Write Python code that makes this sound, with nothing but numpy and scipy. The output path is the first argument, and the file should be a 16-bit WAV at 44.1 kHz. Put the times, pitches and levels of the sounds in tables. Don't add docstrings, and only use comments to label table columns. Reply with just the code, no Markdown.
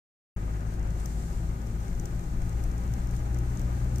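import sys
import numpy as np
from scipy.fft import rfft, irfft, next_fast_len
from scipy.io import wavfile
from scipy.ndimage import map_coordinates

SR = 44100
rng = np.random.default_rng(int(sys.argv[2]) if len(sys.argv) > 2 else 0)


def log_audio(samples):
    frames = np.atleast_2d(samples).T
    limited = np.clip(frames, -1, 1)
    pcm = np.round(limited * 32767).astype(np.int16)
    wavfile.write(sys.argv[1], SR, pcm)


N = 176400
START_S = 0.3622


def amp(db):
    return 10 ** (np.asarray(db) / 20)


def unit(x):
    return x / np.sqrt(np.mean(x ** 2) + 1e-20)


def along(rows, hz):
    knots_hz, *columns = np.transpose(rows)
    return np.array([np.interp(np.log(hz + 1), np.log(knots_hz + 1), c) for c in columns])


def curves(rows):
    knots_s, *columns = np.transpose(rows)
    return [np.interp(np.arange(N) / SR, knots_s, c) for c in columns]


def wobble(knots_per_s):
    return map_coordinates(rng.standard_normal(4096), [np.arange(N) * knots_per_s / SR], mode="wrap")


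def filtered(x, response):
    size = next_fast_len(N + SR // 2)
    return irfft(rfft(x, size) * response(np.fft.rfftfreq(size, 1 / SR)), size)[..., :N]


def coloured(x, spectrum):
    return unit(filtered(x, lambda hz: amp(along(spectrum, hz))))


def pan(db):
    return amp(np.array([[db], [-db]]) / 2)


def engine(waver_db=1.47, speed_waver=.002):
    # time in seconds, firing rate in Hz.
    firing = [(.4, 52.48), (1.5, 54.73), (2.25, 56.54), (3, 58.7), (4, 61.57)]
    # time in seconds, level of order 1 in dB, level of order 2 in dB.
    boom = [(.4, -33.5, -41.5), (.75, -34.5, -41), (1.1, -32.5, -45.5), (1.5, -33.5, -42),
            (1.85, -39.5, -41.5), (2.25, -40, -42.5), (2.75, -32.5, -40), (3.3, -31.5, -35.5),
            (4, -31, -35)]
    # multiple of the firing rate, level in dB at the lowest speed and at the highest.
    weak_orders = [(.5, -54, -44), (1.5, -54, -51), (2.5, -58, -61), (3, -46, -46.5), (4, -54, -59.5),
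                   (5, -69.5, -54.5), (6, -67, -55), (7, -58, -68), (13.5, -85, -63.5)]
    firing_hz, = curves(firing)
    phase = 2 * np.pi * np.cumsum(firing_hz * (1 + speed_waver * wobble(6.07))) / SR
    speed = (firing_hz - firing_hz.min()) / np.ptp(firing_hz)
    orders = list(enumerate(curves(boom), 1))
    orders += [(order, slow_db + (fast_db - slow_db) * speed) for order, slow_db, fast_db in weak_orders]
    drone = np.zeros(N)
    for order, level_db in orders:
        drone += amp(level_db + waver_db * wobble(8)) * np.sin(order * phase + rng.uniform(0, 2 * np.pi))
    return np.sqrt(2) * drone


def rumble(shake_waver_db=2, drum_db=-40, drum_db_per_s=0.5, drum_waver_db=1):
    # time in seconds, level of the shaking in dB.
    shake_levels = [(.4, -37), (.7, -32), (.9, -35), (1.3, -35), (1.85, -36.5), (2.02, -26), (2.15, -38.5),
                    (2.55, -32.5), (3.3, -36), (3.75, -34), (3.94, -31), (4, -37)]
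    # frequency in Hz, relative density in dB.
    shake_spectrum = [(5, -89), (9, -71), (15, -49.5), (26, -49), (39, -47.5), (54, -53.5), (65, -51),
                      (85, -60), (120, -78), (300, -120)]
    # frequency in Hz, relative density in dB.
    drum_spectrum = [(40, -100), (80, -63.5), (102, -57.5), (122, -57.5), (140, -61), (180, -62),
                     (220, -67.5), (238, -66), (275, -76.5), (345, -73.5), (430, -104), (900, -130)]
    t = np.arange(N) / SR
    shake_db, = curves(shake_levels)
    shake_gain = amp(shake_db + shake_waver_db * wobble(14))
    shake = shake_gain * coloured(rng.standard_normal(N), shake_spectrum)
    drum_gain = amp(drum_db + drum_db_per_s * (t - t.mean()) + drum_waver_db * wobble(14))
    drum = drum_gain * coloured(rng.standard_normal(N), drum_spectrum)
    return pan(db=4.5) * shake + pan(db=3) * drum


def tyres(gain_db=4.5, grain_db=1, lag_s=0.00042, lag_from_hz=650):
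    # time in seconds, level in dB before gain_db.
    levels = [(0.4, -51.5), (0.62, -51.5), (1.02, -51), (1.14, -52.5), (2.34, -52.5), (2.35, -51.5),
              (3.95, -50), (3.97, -52)]
    # frequency in Hz, relative density in dB left and right.
    spectrum = [(145, -106, -106), (280, -70, -76), (367, -72.5, -73), (474, -79, -78.5),
                (560, -75.5, -77.5), (813, -76.5, -81.5), (1040, -80.5, -82), (1180, -80.5, -85),
                (1570, -83.5, -89.5), (2186, -86.5, -93), (2880, -96, -95), (4200, -110, -110),
                (6900, -135, -135)]
    # frequency in Hz, left-right coherence from 0 to 1.
    coherence = [(200, 0.57), (370, 0.58), (500, 0.23), (750, .2), (900, 0.7), (1350, .58), (1550, 0.23),
                 (2600, 0.14)]
    level_db, = curves(levels)
    width_rad = lambda hz: np.arccos(np.clip(along(coherence, hz)[0], -1, 1)) / 2
    mid_side_gains = lambda hz: np.array([np.cos(width_rad(hz)), np.sin(width_rad(hz))])
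    mid, side = filtered(rng.standard_normal((2, N)), mid_side_gains)
    lag = lambda hz: np.exp(1j * np.pi * hz * (hz > lag_from_hz) * lag_s * np.array([[-1], [1]]))
    roar = filtered(np.array([mid + side, mid - side]), lambda hz: cabin(hz) * lag(hz))
    return amp(level_db + gain_db + grain_db * wobble(50)) * coloured(roar, spectrum)


def cabin(hz, ripple_db=1.33, spacing_hz=14, ripple_from_hz=400):
    # centre in Hz, width in Hz, lift in dB.
    resonances = [(467, 20, 1.5), (630, 35, -0.5), (811, 32, 2.5), (1220, 60, 2.5), (1253, 38, 3.5),
                  (1497, 24, 4.5), (1605, 48, 3), (1950, 77, 1.5)]
    ripple = np.array([map_coordinates(rng.standard_normal(4096), [hz / spacing_hz], mode="wrap")])
    lift_db = sum(db / (1 + (2 * (hz - centre_hz) / width_hz) ** 2)
                  for centre_hz, width_hz, db in resonances)
    return amp(ripple_db * ripple * (hz > ripple_from_hz) + lift_db)


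def trim(clear_db=-47.5, contrast=1.18, faint_count=55, faint_db=-56, spread_db=3.5, faint_treble_db=-8):
    # start in seconds, then level, left minus right and treble in dB.
    # The dB columns count relative to their means.
    ticks = [(0.737, -47, 4.0, -15), (0.7939, -44.5, 6, -20), (0.9042, -43, 7, -18), (0.9975, -44, 0, -18),
             (1.0572, -35.5, 10.5, -15.5), (1.669, -44, 7, -19), (1.8084, -45, 3.0, -20),
             (1.9963, -38.5, 6, -20), (2.0551, -35, 4, -18), (2.418, -42, 4, -23), (2.4916, -39, 1, -20),
             (2.6378, -38, 6, -15), (2.778, -41, 0, -20), (2.9364, -39.5, 10.5, -17),
             (3.0708, -43, 3.5, -16), (3.1092, -44, 8, -16), (3.1643, -41.5, 3, -16),
             (3.3437, -39.5, 4.0, -20), (3.386, -39.5, 4, -13), (3.5931, -39, 1, -12),
             (3.615, -40.5, 0, -15), (3.8436, -43, 3.5, -17), (3.9573, -39.5, -3, -19),
             (3.9816, -36, 3, -15)]
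    # frequency in Hz, relative density in dB left and right.
    spectrum = [(2000, -18, -33), (4950, -10, -17), (5430, 0.5, 0), (6530, 4, -2), (8100, -8, 1),
                (8800, -2, 2.5), (10200, -13, -12), (12500, -11, -15), (14100, -7, -13), (15900, -8, -16)]
    rise_s, hold_s, t60_s, treble_from_hz = .002, .001, .009, 10000
    t = np.arange(SR // 20) / SR
    burst = np.minimum(t / rise_s, 1) * amp(-60 * np.maximum(t - rise_s - hold_s, 0) / t60_s)
    mean_db, mean_pan_db, mean_treble_db = np.mean(ticks, axis=0)[1:]
    clear = [(start_s, clear_db + contrast * (db - mean_db), pan_db - mean_pan_db,
              treble_db - mean_treble_db) for start_s, db, pan_db, treble_db in ticks]
    faint = [(rng.uniform(START_S, N / SR), rng.normal(faint_db, spread_db), 0, faint_treble_db)
             for _ in range(faint_count)]
    body_gain, treble_gain = np.zeros((2, 2, N + SR))
    for start_s, db, pan_db, treble_db in clear + faint:
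        start = round(start_s * SR)
        body_gain[:, start:start + len(t)] += amp(db) * pan(pan_db) * burst
        treble_gain[:, start:start + len(t)] += amp(db + treble_db) * pan(pan_db) * burst
    chafe = coloured(rng.standard_normal((2, N)), spectrum)
    body = filtered(chafe, lambda hz: hz < treble_from_hz)
    return pan(db=6) * (body_gain[:, :N] * body + treble_gain[:, :N] * (chafe - body))


def hiss(steady_db=-57.5, rise_db_per_s=0.8, surge_db=-57, flutter_db=1):
    # frequency in Hz, relative density in dB left and right.
    steady_spectrum = [(1500, -120, -120), (3220, -100, -98.5), (4250, -96, -97.5), (4800, -97, -99.4),
                       (5730, -94.5, -97.5), (6580, -90.5, -96), (7860, -96.5, -93.5), (9240, -100.5, -97),
                       (10060, -104.8, -105.4), (12800, -99, -107.2), (15000, -102.1, -117.5)]
    surge_spectrum = [(2500, -14, -19), (4500, -7, -9), (6000, -5, -11), (7450, 0, -1), (8500, -11, -2.5),
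                      (10200, -12, -14), (12500, -10, -14), (15500, -20, -23)]
    surge_from_s, surge_to_s, ramp_s = 0.93, 1.46, 0.079
    t = np.arange(N) / SR
    steady_gain = amp(steady_db + rise_db_per_s * (t - t.mean()))
    steady = steady_gain * coloured(rng.standard_normal((2, N)), steady_spectrum)
    gate = np.clip(np.minimum(t - surge_from_s, surge_to_s - t) / ramp_s, 0, 1)
    surge = amp(surge_db) * gate * coloured(rng.standard_normal((2, N)), surge_spectrum)
    return (steady + surge) * amp(flutter_db * wobble(20))


def whistles(lower_ratio=.912, width_hz=190, waver_db=1):
    # time in seconds, upper pitch in Hz, level of the pair in dB.
    glide = [(.4, 11800, -96), (1.1, 12400, -86), (1.6, 12850, -75), (2.2, 13400, -76), (2.8, 13790, -74),
             (3.4, 13950, -81), (4, 13900, -90)]
    pitch_hz, level_db = curves(glide)
    phase = 2 * np.pi * np.cumsum(pitch_hz) / SR
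    pair = np.zeros(N)
    for ratio in (1, lower_ratio):
        waver = amp(waver_db * wobble(7.25))
        fuzz = wobble(2 * width_hz) + 1j * wobble(2 * width_hz)
        pair += (waver * fuzz * np.exp(1j * ratio * phase)).real
    return pan(db=8) * amp(level_db) * unit(pair)


def scene():
    return pan(db=3) * engine() + rumble() + tyres() + hiss() + whistles() + trim()


def record(dry, fade_in_s=.003, top_hz=15600):
    gate = np.clip((np.arange(N) / SR - START_S) / fade_in_s, 0, 1)
    return filtered(dry * gate, lambda hz: hz < top_hz)


dry = scene()
out = record(dry)
log_audio(out)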